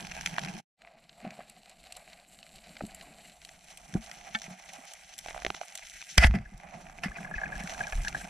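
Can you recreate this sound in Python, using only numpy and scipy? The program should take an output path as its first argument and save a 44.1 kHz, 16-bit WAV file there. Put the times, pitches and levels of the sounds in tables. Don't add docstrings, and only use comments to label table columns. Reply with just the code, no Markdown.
import sys
import numpy as np
from scipy import signal
from scipy.fft import rfft, irfft, next_fast_len
from scipy.io import wavfile
from scipy.ndimage import uniform_filter1d

SR = 44100
rng = np.random.default_rng(int(sys.argv[2]) if len(sys.argv) > 2 else 0)


def wav_out(sig):
    wavfile.write(sys.argv[1], SR, np.round(np.clip(np.atleast_2d(sig).T, -1, 1) * 32767).astype(np.int16))


N = 365588
T = np.arange(N) / SR

# t/s, share/0-1
WIDTH = [(0, 0.65), (.7, 0.7), (.71, 0), (3.05, 0), (3.3, 0.01), (3.8, 0.54)]
# t/s, relative level/dB, f/Hz, t60/s
BUMPS = [(.331, -45, 164, .15), (0.429, -39, 153, .06), (1.228, -42, 220, .08), (1.246, -32, 255, .05),
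         (1.266, -31, 210, .05), (1.272, -30, 220, .04), (1.315, -44, 200, .06), (1.387, -41, 217, .043),
         (2.822, -25, 240, .018), (2.8365, -19, 190, .02), (3.9528, -9.5, 185, .03), (3.934, -33, 170, .06),
         (3.9535, -23, 330, .03), (4.349, -34, 217, .1), (4.481, -34, 179, .07), (4.508, -38, 170, .1),
         (4.53, -43, 183, .15), (4.786, -44, 254, .058), (5.449, -30, 380, .02), (5.465, -29, 380, .02),
         (5.468, -36, 121, .045), (5.5035, -33, 380, .02), (6.176, -17, 110, .04), (6.243, -19, 215, .047),
         (6.3, -31, 200, .1), (6.3385, -22, 195, .04), (6.3442, -15, 195, .06), (6.357, -18, 150, .045),
         (6.373, -28, 130, .07), (6.392, -30, 110, .1), (6.41, -36, 150, .08), (6.52, -42, 200, .1),
         (6.545, -40, 130, .08), (6.752, -34, 163, .045), (7.058, -19.5, 194, .048), (7.1, -39, 121, .054),
         (7.206, -32.5, 188, .063), (7.549, -39, 143, .064), (7.605, -30.5, 193, .061),
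         (7.64, -30, 191, .067), (7.8, -38, 125, .12), (8.0, -34, 130, .12), (8.15, -37, 140, .12)]
# t/s, relative flow level/dB, relative surge level/dB
WATER = [(0, -62, -60.5), (.15, -65, -62), (.5, -56, -67), (.62, -66, -73), (.76, -75, -78),
         (1.04, -76, -81), (1.27, -68, -79), (1.45, -73, -84), (1.75, -73, -73), (2.45, -71.5, -74),
         (3.0, -62, -67), (3.37, -73, -71), (4.3, -66, -69.5), (4.92, -78, -81), (5.43, -62.5, -62),
         (5.6, -78, -77), (6.0, -82, -76), (6.14, -74, -66), (6.42, -68, -54), (6.6, -64, -63),
         (6.8, -59, -69), (7.09, -61, -52), (7.22, -60, -66), (7.5, -56.5, -52), (7.8, -62.5, -57),
         (8.0, -58, -48.5), (8.29, -56, -60.5)]


def amp(db):
    return 10 ** (np.asarray(db) / 20)


def evened(x):
    return x / np.sqrt(np.mean(x ** 2) + 1e-20)


def curve(rows, order):
    rows = np.array(rows)
    return np.interp(T, rows[:, 0], rows[:, order])


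def add(mix, s, sound):
    part = mix[..., round(s * SR):][..., :sound.shape[-1]]
    part += sound[..., :part.shape[-1]]


def flicker(seconds):
    size = int(seconds * SR)
    smooth = uniform_filter1d(rng.standard_normal(N), size)
    return evened(uniform_filter1d(smooth, size))


def hiss(patchy_db, seconds):
    return amp(patchy_db * flicker(seconds)) * rng.standard_normal((2, N))


def struck(blows, modes):
    out = np.zeros((2, N))
    t = np.arange(4000) / SR
    hz, db, t60, lead = np.transpose(modes)[:, :, None]
    lucks = rng.standard_normal((len(blows), len(modes), 1))
    turn = 2 * np.pi * hz * t
    right_turn = turn + lead * np.minimum(t * hz, 1)
    for (s, blow_db), luck in zip(blows, lucks):
        size = (1 - np.exp(-t / .0004)) * amp(blow_db + db + 2.5 * luck - 60 * t / t60)
        left = (size * np.sin(turn)).sum(0)
        right = (size * np.sin(right_turn)).sum(0)
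        add(out, s, -np.array([left, right]))
    return out


def gun_blows():
    # t/s, relative level/dB
    release = [(6.1795, -17), (6.1808, -17), (6.1825, -18), (6.1842, -21), (6.191, -32), (6.197, -34)]
    blows = [(4.3482, -28), (4.3505, -28), (4.352, -31), (6.2452, -30)]
    # f/Hz, relative level/dB, t60/s, right leads/rad
    trigger = [(1500, -4, .015, 2.2), (1950, 0, .02, .3), (2360, -4, .02, .3), (3130, -3, .02, .8),
               (4520, -8, .015, .8), (4740, -1, .016, 1.6), (5380, 0, .012, 1.8), (5800, -8, .012, 1.6)]
    barrel = [(850, -9, .06, .8), (1372, -6, .03, 1.5), (1570, -3, .065, 2.2), (1778, 0, .06, 1.5),
              (2242, -3, .06, .3), (2412, -8, .035, .3), (2850, 4, .015, .6), (3248, 0, .018, .8),
              (3500, -1, .028, .8), (4300, -12, .025, .8), (4490, -12, .035, .8), (6400, -16, .02, 1.2),
              (6950, -14, .015, 1.2)]
    return struck(release, trigger) + struck(blows, barrel)


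def slide(order, apart_db):
    scrapes = [(1.262, -55, .03, .07, 8, -15), (1.41, -55, .04, .05, 3, -13),
               (6.1808, -16, .0045, .004, -12, 0), (6.241, -18, .033, .012, -9, -24),
               (6.271, -36, .5, .008, -11, -6), (6.29, -56, -0.8, .4, -3, -15),
               (6.352, -36, .011, .019, -4.5, -17), (7.037, -30, 0.0064, .04, -8.5, -15),
               (7.162, -48, .03, .03, -6, -25), (7.362, -47, .03, .03, -9, -25),
               (8.005, -49, .03, .04, -9, -15)]
    mesh_db = -5
    run_up_s = .096
    level = np.zeros(N)
    t = np.arange(-run_up_s, .5, 1 / SR)
    for s, db, rise, fall, low, high in scrapes:
        above = (0, low, high, high + mesh_db)[order]
        add(level, s - run_up_s, amp(db + above + 20 * np.minimum(t / rise, -t / fall)))
    return level * hiss(2.0, 0.00069) * amp([[-apart_db], [apart_db]])


def knocks(table, rise_turns, overtone_db):
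    out = np.zeros(N)
    t = np.arange(SR // 3) / SR
    for s, db, hz, t60 in table:
        start = 1 - np.exp(-t * hz / rise_turns)
        turn = 2 * np.pi * hz * t
        overtone = amp(overtone_db - 45 * t / t60) * np.sin(1.68 * turn)
        add(out, s, -amp(db - 60 * t / t60) * start * (np.sin(turn) + overtone))
    return out


def thuds():
    # t/s, relative level/dB, f/Hz, t60/s
    thud_rows = [(2.84, -41, 60, 0.084), (3.97, -31.5, 45, 0.11), (6.182, -6, 59, 0.13),
                 (6.2468, -5, 64, 0.1), (6.275, -11, 39, 0.14), (6.298, -14, 62, 0.13),
                 (6.316, -17, 60, 0.11), (6.4, -37, 45, .15), (6.46, -38, 42, .15), (6.54, -38, 40, .2),
                 (5.47, -38, 59.8, 0.11), (7.36, -29.5, 41, 0.13), (7.56, -33.5, 45.9, 0.23),
                 (7.926, -30, 36, 0.4), (7.953, -21.5, 35, 0.17), (7.981, -22, 35, 0.16)]
    return knocks(thud_rows, rise_turns=0.17, overtone_db=-15) * amp([[-.2], [.2]])


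def pings():
    # t/s, relative level/dB, f/Hz, length/s
    ping_rows = [(6.454, -47, 1660, .012), (7.117, -40, 1690, .009), (7.183, -43, 1650, .01),
                 (7.247, -36.5, 1690, .01), (7.158, -42, 2450, .014), (7.246, -40, 2050, .009),
                 (7.35, -41, 2550, .02), (7.456, -40, 2450, .01), (7.834, -41, 2400, .018),
                 (7.271, -41, 1650, .01), (7.311, -38.5, 1680, .015), (7.3395, -32, 1670, .012),
                 (7.38, -32.5, 1690, .016), (7.415, -34, 1710, .007), (7.433, -31, 1660, .013),
                 (7.461, -37, 1680, .015), (7.5208, -30, 1670, .014), (7.553, -37, 1680, .013),
                 (7.6067, -40, 1660, .01), (7.626, -42, 1680, .009), (7.718, -43, 1700, .01),
                 (7.746, -41, 1570, .01), (7.8055, -28, 1650, .011), (7.834, -40, 1670, .012),
                 (7.866, -38, 1620, .017), (7.924, -34, 1690, .014), (8.047, -36, 1640, .009),
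                 (8.061, -35, 1650, .007), (8.07, -30.5, 1630, .011), (8.145, -29, 1670, .014),
                 (8.21, -41, 1610, .01), (8.25, -44, 1560, .01)]
    gurgle_from_s, gurgle_to_s, per_s = 7.06, 8.27, 70
    weak_db, weak_spread_db = -51, 3.5
    weak_hz, weak_hz_spread, weak_s = 1900, .25, .006
    out = np.zeros((2, N))
    t = np.arange(2000) / SR
    gaps = -np.log(rng.random(200)) / per_s
    size, tune = rng.standard_normal((2, 200))
    weak = [(s, weak_db + weak_spread_db * a, weak_hz * (1 + weak_hz_spread * b), weak_s)
            for s, a, b in zip(gurgle_from_s + np.cumsum(gaps), size, tune) if s < gurgle_to_s]
    noise = rng.standard_normal((len(ping_rows) + 200, 2, len(t)))
    chance = evened(uniform_filter1d(uniform_filter1d(noise, 110), 110))
    for (s, db, hz, length), (waver, bend) in zip(ping_rows + weak, chance):
        u = t / length
        swell = (1 - np.exp(-6.0 * u)) * np.exp(-1.6 * u ** 3)
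        phase = 0.5 * bend + np.array([[0], [1.4]])
        tone = swell * np.sin(2 * np.pi * hz * t + phase)
        add(out, s, amp(db + 2.4 * waver + np.array([[5.5], [2.6]])) * tone)
    return out


def jolts():
    # t/s, peak level/dB
    jolt_rows = [(.3831, -21), (.849, -41), (1.2505, -36), (1.391, -42), (1.4075, -43), (1.4165, -42),
                 (1.435, -45), (4.349, -27), (5.2611, -27), (5.2852, -24), (5.309, -29), (5.3778, -29),
                 (5.392, -33), (5.4208, -29), (5.4492, -14), (5.4652, -12.5), (5.5038, -15), (5.5453, -31),
                 (5.5483, -26), (6.025, -34), (6.1803, -2), (6.2388, -13), (6.2455, -4.5), (6.27, -18),
                 (6.3106, -31), (7.0356, -27), (7.848, -36), (7.924, -30), (8.252, -36)]
    pulse_hz = 2600
    out = np.zeros(N)
    u = (np.pi * pulse_hz * np.arange(-40, 41) / SR) ** 2
    for s, db in jolt_rows:
        add(out, s - 36 / SR, -amp(db) * (1 - 1.15 * u) * np.exp(-u))
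    return out


def bumps():
    return knocks(BUMPS, rise_turns=0.35, overtone_db=-20.0)


def grit(boost_db, seconds):
    level = np.zeros(N)
    t = np.arange(4000) / SR
    shape = t / seconds * np.exp(1 - t / seconds)
    for s, db, *_ in BUMPS:
        add(level, s - seconds, amp(db + boost_db) * shape)
    return level * hiss(3.35, 0.0018)


def strikes():
    # t/s, relative level in the walls/dB, cavity above that/dB, ports above that/dB
    gear_ticks = [(.0479, -37, -15, -14), (.1131, -36, -16, -9), (.068, -42, -15, 2), (.118, -37, -14, -6),
                  (.165, -36, -8, -12), (.175, -39, -8, -12), (.209, -36, -13, 0), (.2594, -21.5, -24, -6),
                  (0.2714, -29, -20, -9), (.293, -38, -15, -10), (.34, -39, -12, -8), (.363, -36, -10, -10),
                  (.382, -23, -3, -17), (.391, -34, -12, -2), (.434, -35, -30, -4),
                  (0.4474, -32.5, -25, -5.5), (.459, -35, -15.5, -9), (.484, -36, -20, -10),
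                  (.8175, -40.5, -20, -7), (.848, -46, -1, -16), (.873, -41, -14, -24),
                  (1.2498, -46.5, 9.5, -21), (1.305, -33, -24, -5.5), (1.3903, -51, 7, -12),
                  (1.4047, -46, 3.5, -20), (2.7664, -28.5, -26, -10), (2.8073, -37, 9, -25),
                  (2.8105, -43, 11, -25), (2.753, -42, -20, -8), (2.79, -41, -25, -10),
                  (3.01, -31.5, -27, -5.5), (3.4897, -39.5, -27, -2), (3.9235, -40, -19, -8.5),
                  (3.9382, -30.5, -25, -5.5), (4.095, -43, -28, -2), (4.1128, -26.5, -40, -8),
                  (4.3478, -28, -12, -12), (4.4168, -31.5, -29, 0), (4.4403, -36, -28, -4),
                  (5.2596, -31, -9, -12), (5.2838, -32, -9, -12.5), (5.3066, -34, -11, -17),
                  (5.345, -38.5, 2, -10), (5.362, -44, 5, -15), (5.3762, -34.5, -6.5, -13),
                  (5.4196, -36, -10, -8), (5.4478, -30, 2, -5), (5.4638, -30, 2, -5), (5.5017, -31, 1, -6),
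                  (5.5458, -33, -7, -10), (5.6124, -29, -5, -11), (5.632, -46, 5, -15),
                  (5.7917, -40, -15, -5), (6.007, -40, -25, -8), (6.0149, -34, -25, -2),
                  (6.024, -36, -10, -6), (6.1787, -13, -24, -7), (6.2427, -18.5, -5, -26),
                  (6.214, -27, -14, -14), (6.2335, -23, -14, -16), (6.2385, -21, -14, -18),
                  (6.2688, -22, -11, -13), (6.3095, -32, -8, -21), (6.339, -29, -8, -20),
                  (6.3854, -37, -16, -13), (6.599, -38.5, -10, -15), (6.8668, -35.5, -19, -30),
                  (6.8966, -36.5, -8, -14), (6.985, -38.5, -8, -17), (7.0345, -21, -30, -24),
                  (7.0823, -32, -5.5, -26), (7.168, -42, 0, -25), (7.2465, -38, -1, -31),
                  (7.3118, -45, 10, -25), (7.416, -39, 1, -25), (7.434, -44, 5, -25), (7.455, -38, -5, -25),
                  (7.502, -38, -6, -25), (7.5216, -45, 5, -28), (7.604, -35, -19, -19),
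                  (7.673, -30, -34, -6), (7.6945, -29.5, -23, -6.5), (7.724, -46, 6, -25),
                  (7.744, -35, -12, -7), (7.8065, -32, -2, -24), (7.83, -43, 2, -25),
                  (7.9225, -27, -14, -9), (7.929, -38, 3, -25), (8.0494, -36, -7, -10),
                  (8.0805, -28, -19, 3.5), (8.126, -33, -25, -10), (8.1465, -34, -3, -8),
                  (8.165, -42, 0, -20), (8.213, -37, -8, -15)]
    # t/s, relative level in the ports/dB, mesh above that/dB
    snaps = [(1.0926, -40.5, -30), (1.4962, -47.5, 6.5), (1.6946, -47, 1), (1.922, -35, -1.5),
             (1.9664, -45, 8.5), (2.428, -40, -18), (2.557, -42, -3), (2.864, -55.5, 16),
             (2.9455, -44, 7.5), (3.4481, -36.5, -8), (3.772, -40, -.5), (4.386, -41, -12),
             (4.7331, -40, -3.5), (4.9345, -39.5, 0.5), (5.179, -40, 4), (5.187, -31.5, -2.5),
             (5.7518, -33, 0), (5.7742, -34, -7), (6.111, -41, -6), (6.576, -49.5, -5), (8.0334, -37, -23)]
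    mesh_db, mesh_slope = -14.5, 0.91
    walls_db, cavity_db = -8, -18
    gear = [(s, db, low, high, mesh_db + mesh_slope * high) for s, db, low, high in gear_ticks]
    reef = [(s, db + walls_db, cavity_db, -walls_db, top - walls_db) for s, db, top in snaps]
    return gear + reef


def ticks(order, boost_db, scratch_s, late_s):
    out = np.zeros((2, N))
    t = np.arange(600) / SR
    rows = strikes()
    scratch = 0.25 * rng.standard_normal((len(rows), 2, len(t))) * np.exp(-t / scratch_s)
    scratch[:, 0, 0] = -1
    scratch[:, 1, 0] = np.sign(scratch[:, 1, 0])
    for row, burst in zip(rows, scratch):
        above = row[order] if order else 0
        add(out, row[0] + late_s, amp(row[1] + above + boost_db) * burst)
    return out


def rubbing_level():
    # t/s, relative level/dB
    rub_rows = [(0, -60.5), (.15, -57), (.45, -57.5), (.62, -64), (.76, -68), (.88, -62), (1.0, -70.5),
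                (1.27, -59), (1.56, -66.5), (1.86, -62), (2.3, -67), (2.9, -59.5), (3.4, -67.5),
                (3.93, -64.5), (4.0, -61), (4.22, -56), (4.3, -61), (4.52, -56), (4.62, -62.5), (4.78, -55),
                (5.15, -69.5), (5.33, -56), (5.6, -61.5), (6.07, -70.5), (6.42, -68), (6.5, -70.5),
                (6.72, -52), (6.98, -65.5), (7.1, -59), (7.25, -52), (7.46, -51), (7.64, -52),
                (7.78, -50.5), (8.0, -56), (8.29, -53)]
    return amp(curve(rub_rows, order=1) + 2.0 * flicker(.05))


def rub_in_cavity(rubbing, rustle, shrimp):
    return rubbing * amp(3.0) * rustle * (0.82 * hiss(1.94, 0.0076) + 0.25 * coloured(shrimp))


def rub_and_reef_in_walls(rubbing, reef, rustle, shrimp):
    both = np.hypot(rubbing * amp(-5), reef * amp(-2.5))
    return both * amp(2.0) * rustle * (0.52 * hiss(3.15, 0.016) + 0.45 * coloured(shrimp))


def flow():
    return amp(curve(WATER, order=1) + 2.0) * hiss(4.2, 0.024)


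def surge():
    band = signal.butter(3, [16, 62], "bandpass", fs=SR, output="sos")
    rumble = evened(signal.sosfilt(band, rng.standard_normal(N)))
    return amp(curve(WATER, order=2) + 3.0) * amp(3.8 * flicker(0.052)) * rumble


def reef_level():
    # t/s, relative level/dB
    crackle_rows = [(0, -58.5), (.45, -58.5), (.62, -61), (.76, -76.5), (1.0, -68.5), (1.6, -65.5),
                    (2.3, -62), (3.3, -63.5), (4.09, -60), (4.78, -57.5), (5.02, -60), (5.4, -57.5),
                    (6.14, -55), (6.28, -66), (6.42, -75), (6.52, -68), (6.95, -66), (7.46, -63),
                    (7.64, -55.5), (8.29, -56.5)]
    return amp(curve(crackle_rows, order=1) + 1.5 * flicker(.05))


def crackle(per_s, spread_db):
    sizes = amp(spread_db * np.minimum(rng.exponential(1, N), 5))
    return evened(sizes * (rng.random(N) < per_s / SR))


def coloured(snaps):
    return snaps * rng.standard_normal((2, N))


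def reef_in_ports(reef, rustle, shrimp):
    return reef * amp(3.0) * rustle * (0.45 * hiss(3.37, 0.023) + 0.6 * coloured(shrimp))


def reef_in_mesh(reef, rustle, shrimp):
    # t/s, relative level/dB
    treble = [(0, -1), (.7, -1), (.9, -6), (1.12, -3), (1.7, -.5), (3.3, 1), (3.8, 2), (4.2, -1), (5.2, 0),
              (6.2, 0), (6.6, -1), (7.2, 1), (7.7, -1), (8.29, 3)]
    mono_db, wide_db = -4, -13.5
    bright = amp(mono_db + (wide_db - mono_db) * curve(WIDTH, order=1) + curve(treble, order=1))
    swarm = crackle(per_s=480, spread_db=6.0)
    snaps = coloured(0.3 * shrimp + 0.12 * swarm)
    return reef * bright * amp(4.5) * rustle * (0.67 * hiss(2.1, 0.012) + snaps)


def rings(modes, soft):
    hz, width, mono_db, left_db, right_db, lead, same = np.transpose(modes)[:, :, None]
    t = np.arange(4096) / SR
    sign = (-1.) ** np.arange(len(modes))[:, None]
    start = 1 - np.exp(-soft * width * t)
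    ring = sign * width * start * np.exp((2j * hz - width) * np.pi * t)
    same = np.clip(same, 0, 1)
    right = amp(right_db) * (ring * np.exp(1j * lead * np.minimum(t * hz, 1))).imag
    mono = (amp(mono_db) * ring.imag).sum(0)
    left = (amp(left_db) * ring.imag).sum(0)
    shared = (same * right).sum(0)
    own = (np.sqrt(1 - same ** 2) * right).sum(0)
    middle = np.hypot(np.linalg.norm(left + shared), np.linalg.norm(own)) / 2
    return mono / np.linalg.norm(mono), left / middle, shared / middle, own / middle


def case(drive, modes, soft=6.5):
    size = next_fast_len(N + 4096)
    mono, left, shared, own = rfft(np.array(rings(modes, soft)), size)
    a, b = rfft(drive, size)
    mono, *pair = irfft(np.array([a * mono, a * left, a * shared + b * own]), size)[:, :N]
    wide = np.clip(curve(WIDTH, order=1), 0, 1)
    return np.sqrt(wide) * np.array(pair) + np.sqrt(1 - wide) * mono * (1 - 0.32 * wide)


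def scene():
    # f/Hz, width/Hz, relative mono, left and right levels/dB, right leads/rad, likeness of the ears/0-1
    shell = [(136, 49, -10.5, -4, -5.5, -0.16, 0.92), (179.4, 46, -4.5, 6, 7, 0.59, 0.94),
             (222.2, 18.7, -1, 4.5, -10.5, -1.1, 0.6), (277, 210, -14, -8, -7, -0.66, 0.7)]
    cavity = [(673.4, 114, 2.5, -17, 2, 0.72, 0.7), (785, 136.5, -4.5, -12.5, 5, 0.87, 0.63),
              (1164, 420, -13.5, -23.5, -5.5, 2.8, 0.13)]
    walls = [(1377, 210, -18.5, -5.5, -2, 1.26, 0.63), (1626, 185, -7, 6.5, -9, 2.6, 0.64),
             (1974, 240, -6, -0.5, 4.5, 0.09, 0.81), (2425, 387, -4, 3, 2.5, 0.25, 0.69)]
    ports = [(2973, 476, 10, -13.5, -3, 0.75, 0.6), (3300, 380, 4.5, 0, 1, 1, 0.32),
             (4077, 940, 9.5, -28, -9.5, 1, 0.17), (4890, 170, -28.5, -11.5, 1.5, -1.5, 0.36),
             (5290, 490, -16, 2.5, 3.5, 2.5, 0.25), (6010, 590, -7, -0.5, 6, 1.13, 1),
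             (6660, 180, 0.5, 7, -19, 3.5, .4)]
    mesh = [(7615, 580, -2, -3.5, 2, 0.43, 0.75), (8320, 130, -2.5, 6.5, -9.5, 0.12, .5),
            (9070, 1400, -11, -11.5, 2.5, 0.15, 0.47), (10200, 810, -14, -1, -4, 0.26, 0.79),
            (11070, 730, -12.5, -11.5, -8, 0.15, 0.44), (13200, 2000, -23.5, -14, -16, 0.064, .5)]
    track = [(1460, 290, -1.5, 0, -20, 2, 0.98), (1715, 40, 0, 4, -4, 1, .9), (1905, 50, 0, 0, 2, .3, .8),
             (1980, 342, 2, -2, 1, 0.32, 0.7), (1965, 50, 0, 2, 4, .3, .9), (2042, 50, 0, 3, 5, .3, .9),
             (2165, 60, 0, 2, 4, .3, .8), (2450, 550, 2.5, -14, -17, 0.14, .9),
             (4730, 250, -25, -13, -10, .3, .8), (5400, 200, -25, -11, -9, .3, .8)]

    shrimp = crackle(per_s=450, spread_db=3.2)
    rustle = amp(1.8 * flicker(.012))
    rubbing, reef = rubbing_level(), reef_level()

    in_shell = flow() + amp(-11) * slide(order=1, apart_db=-3.5) + grit(boost_db=-27.0, seconds=0.0095)
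    in_cavity = (rub_in_cavity(rubbing, rustle, shrimp) + grit(boost_db=-39.0, seconds=0.0077)
                 + slide(order=1, apart_db=2.1))
    cavity_ticks = ticks(order=2, boost_db=17.0, scratch_s=0.0012, late_s=0.0001)
    in_walls = (rub_and_reef_in_walls(rubbing, reef, rustle, shrimp)
                + ticks(order=0, boost_db=7.0, scratch_s=0.0011, late_s=0.000796))
    in_ports = (reef_in_ports(reef, rustle, shrimp) + slide(order=2, apart_db=6.5)
                + ticks(order=3, boost_db=8.0, scratch_s=0.0025, late_s=.0009))
    in_mesh = (reef_in_mesh(reef, rustle, shrimp) + slide(order=3, apart_db=4.0)
               + ticks(order=4, boost_db=8.5, scratch_s=0.0026, late_s=0.0013))

    direct = gun_blows() + thuds() + pings() + jolts() + bumps() + surge()
    low = case(in_shell, shell) + case(in_cavity, cavity) + case(cavity_ticks, cavity, soft=12.0)
    middle = case(in_walls, walls) + case(slide(order=0, apart_db=1.1), track)
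    high = case(in_ports, ports) + case(in_mesh, mesh)
    return direct + low + middle + high


def first_hold(x):
    # f/Hz, gain/dB
    colour = [(60, -4), (150, 1), (350, 0), (520, -2), (700, -5), (950, 2), (1250, -5), (1600, 2),
              (2050, -2), (2800, 3), (3600, 0), (4400, 3), (5800, -2), (8000, -1), (12000, 1)]
    end = round(.7 * SR)
    hz, db = np.transpose(colour)
    gain = amp(np.interp(np.log(np.fft.rfftfreq(end, 1 / SR) + 1), np.log(hz), db))
    return np.hstack([irfft(rfft(x[:, :end]) * gain, end), x[:, end:]])


def record(dry):
    # t/s, gain/dB
    silence = [(.603, 5.5), (.612, -17.5), (.635, -28.5), (.66, -76), (.752, -70), (.78, -19), (.81, 0)]
    shelf_hz, edge_hz = 14150, 16300
    dry = first_hold(dry)
    shelf = signal.firwin(511, shelf_hz, window=("kaiser", 8), fs=SR)
    dull = signal.oaconvolve(dry, shelf[None], "same")
    out = (dull + amp(-15) * (dry - dull)) * amp(curve(silence, order=1))
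    edge = signal.firwin(511, edge_hz, window=("kaiser", 9), fs=SR)
    return signal.oaconvolve(out, edge[None], "same")


dry = scene()
out = record(dry)
wav_out(out)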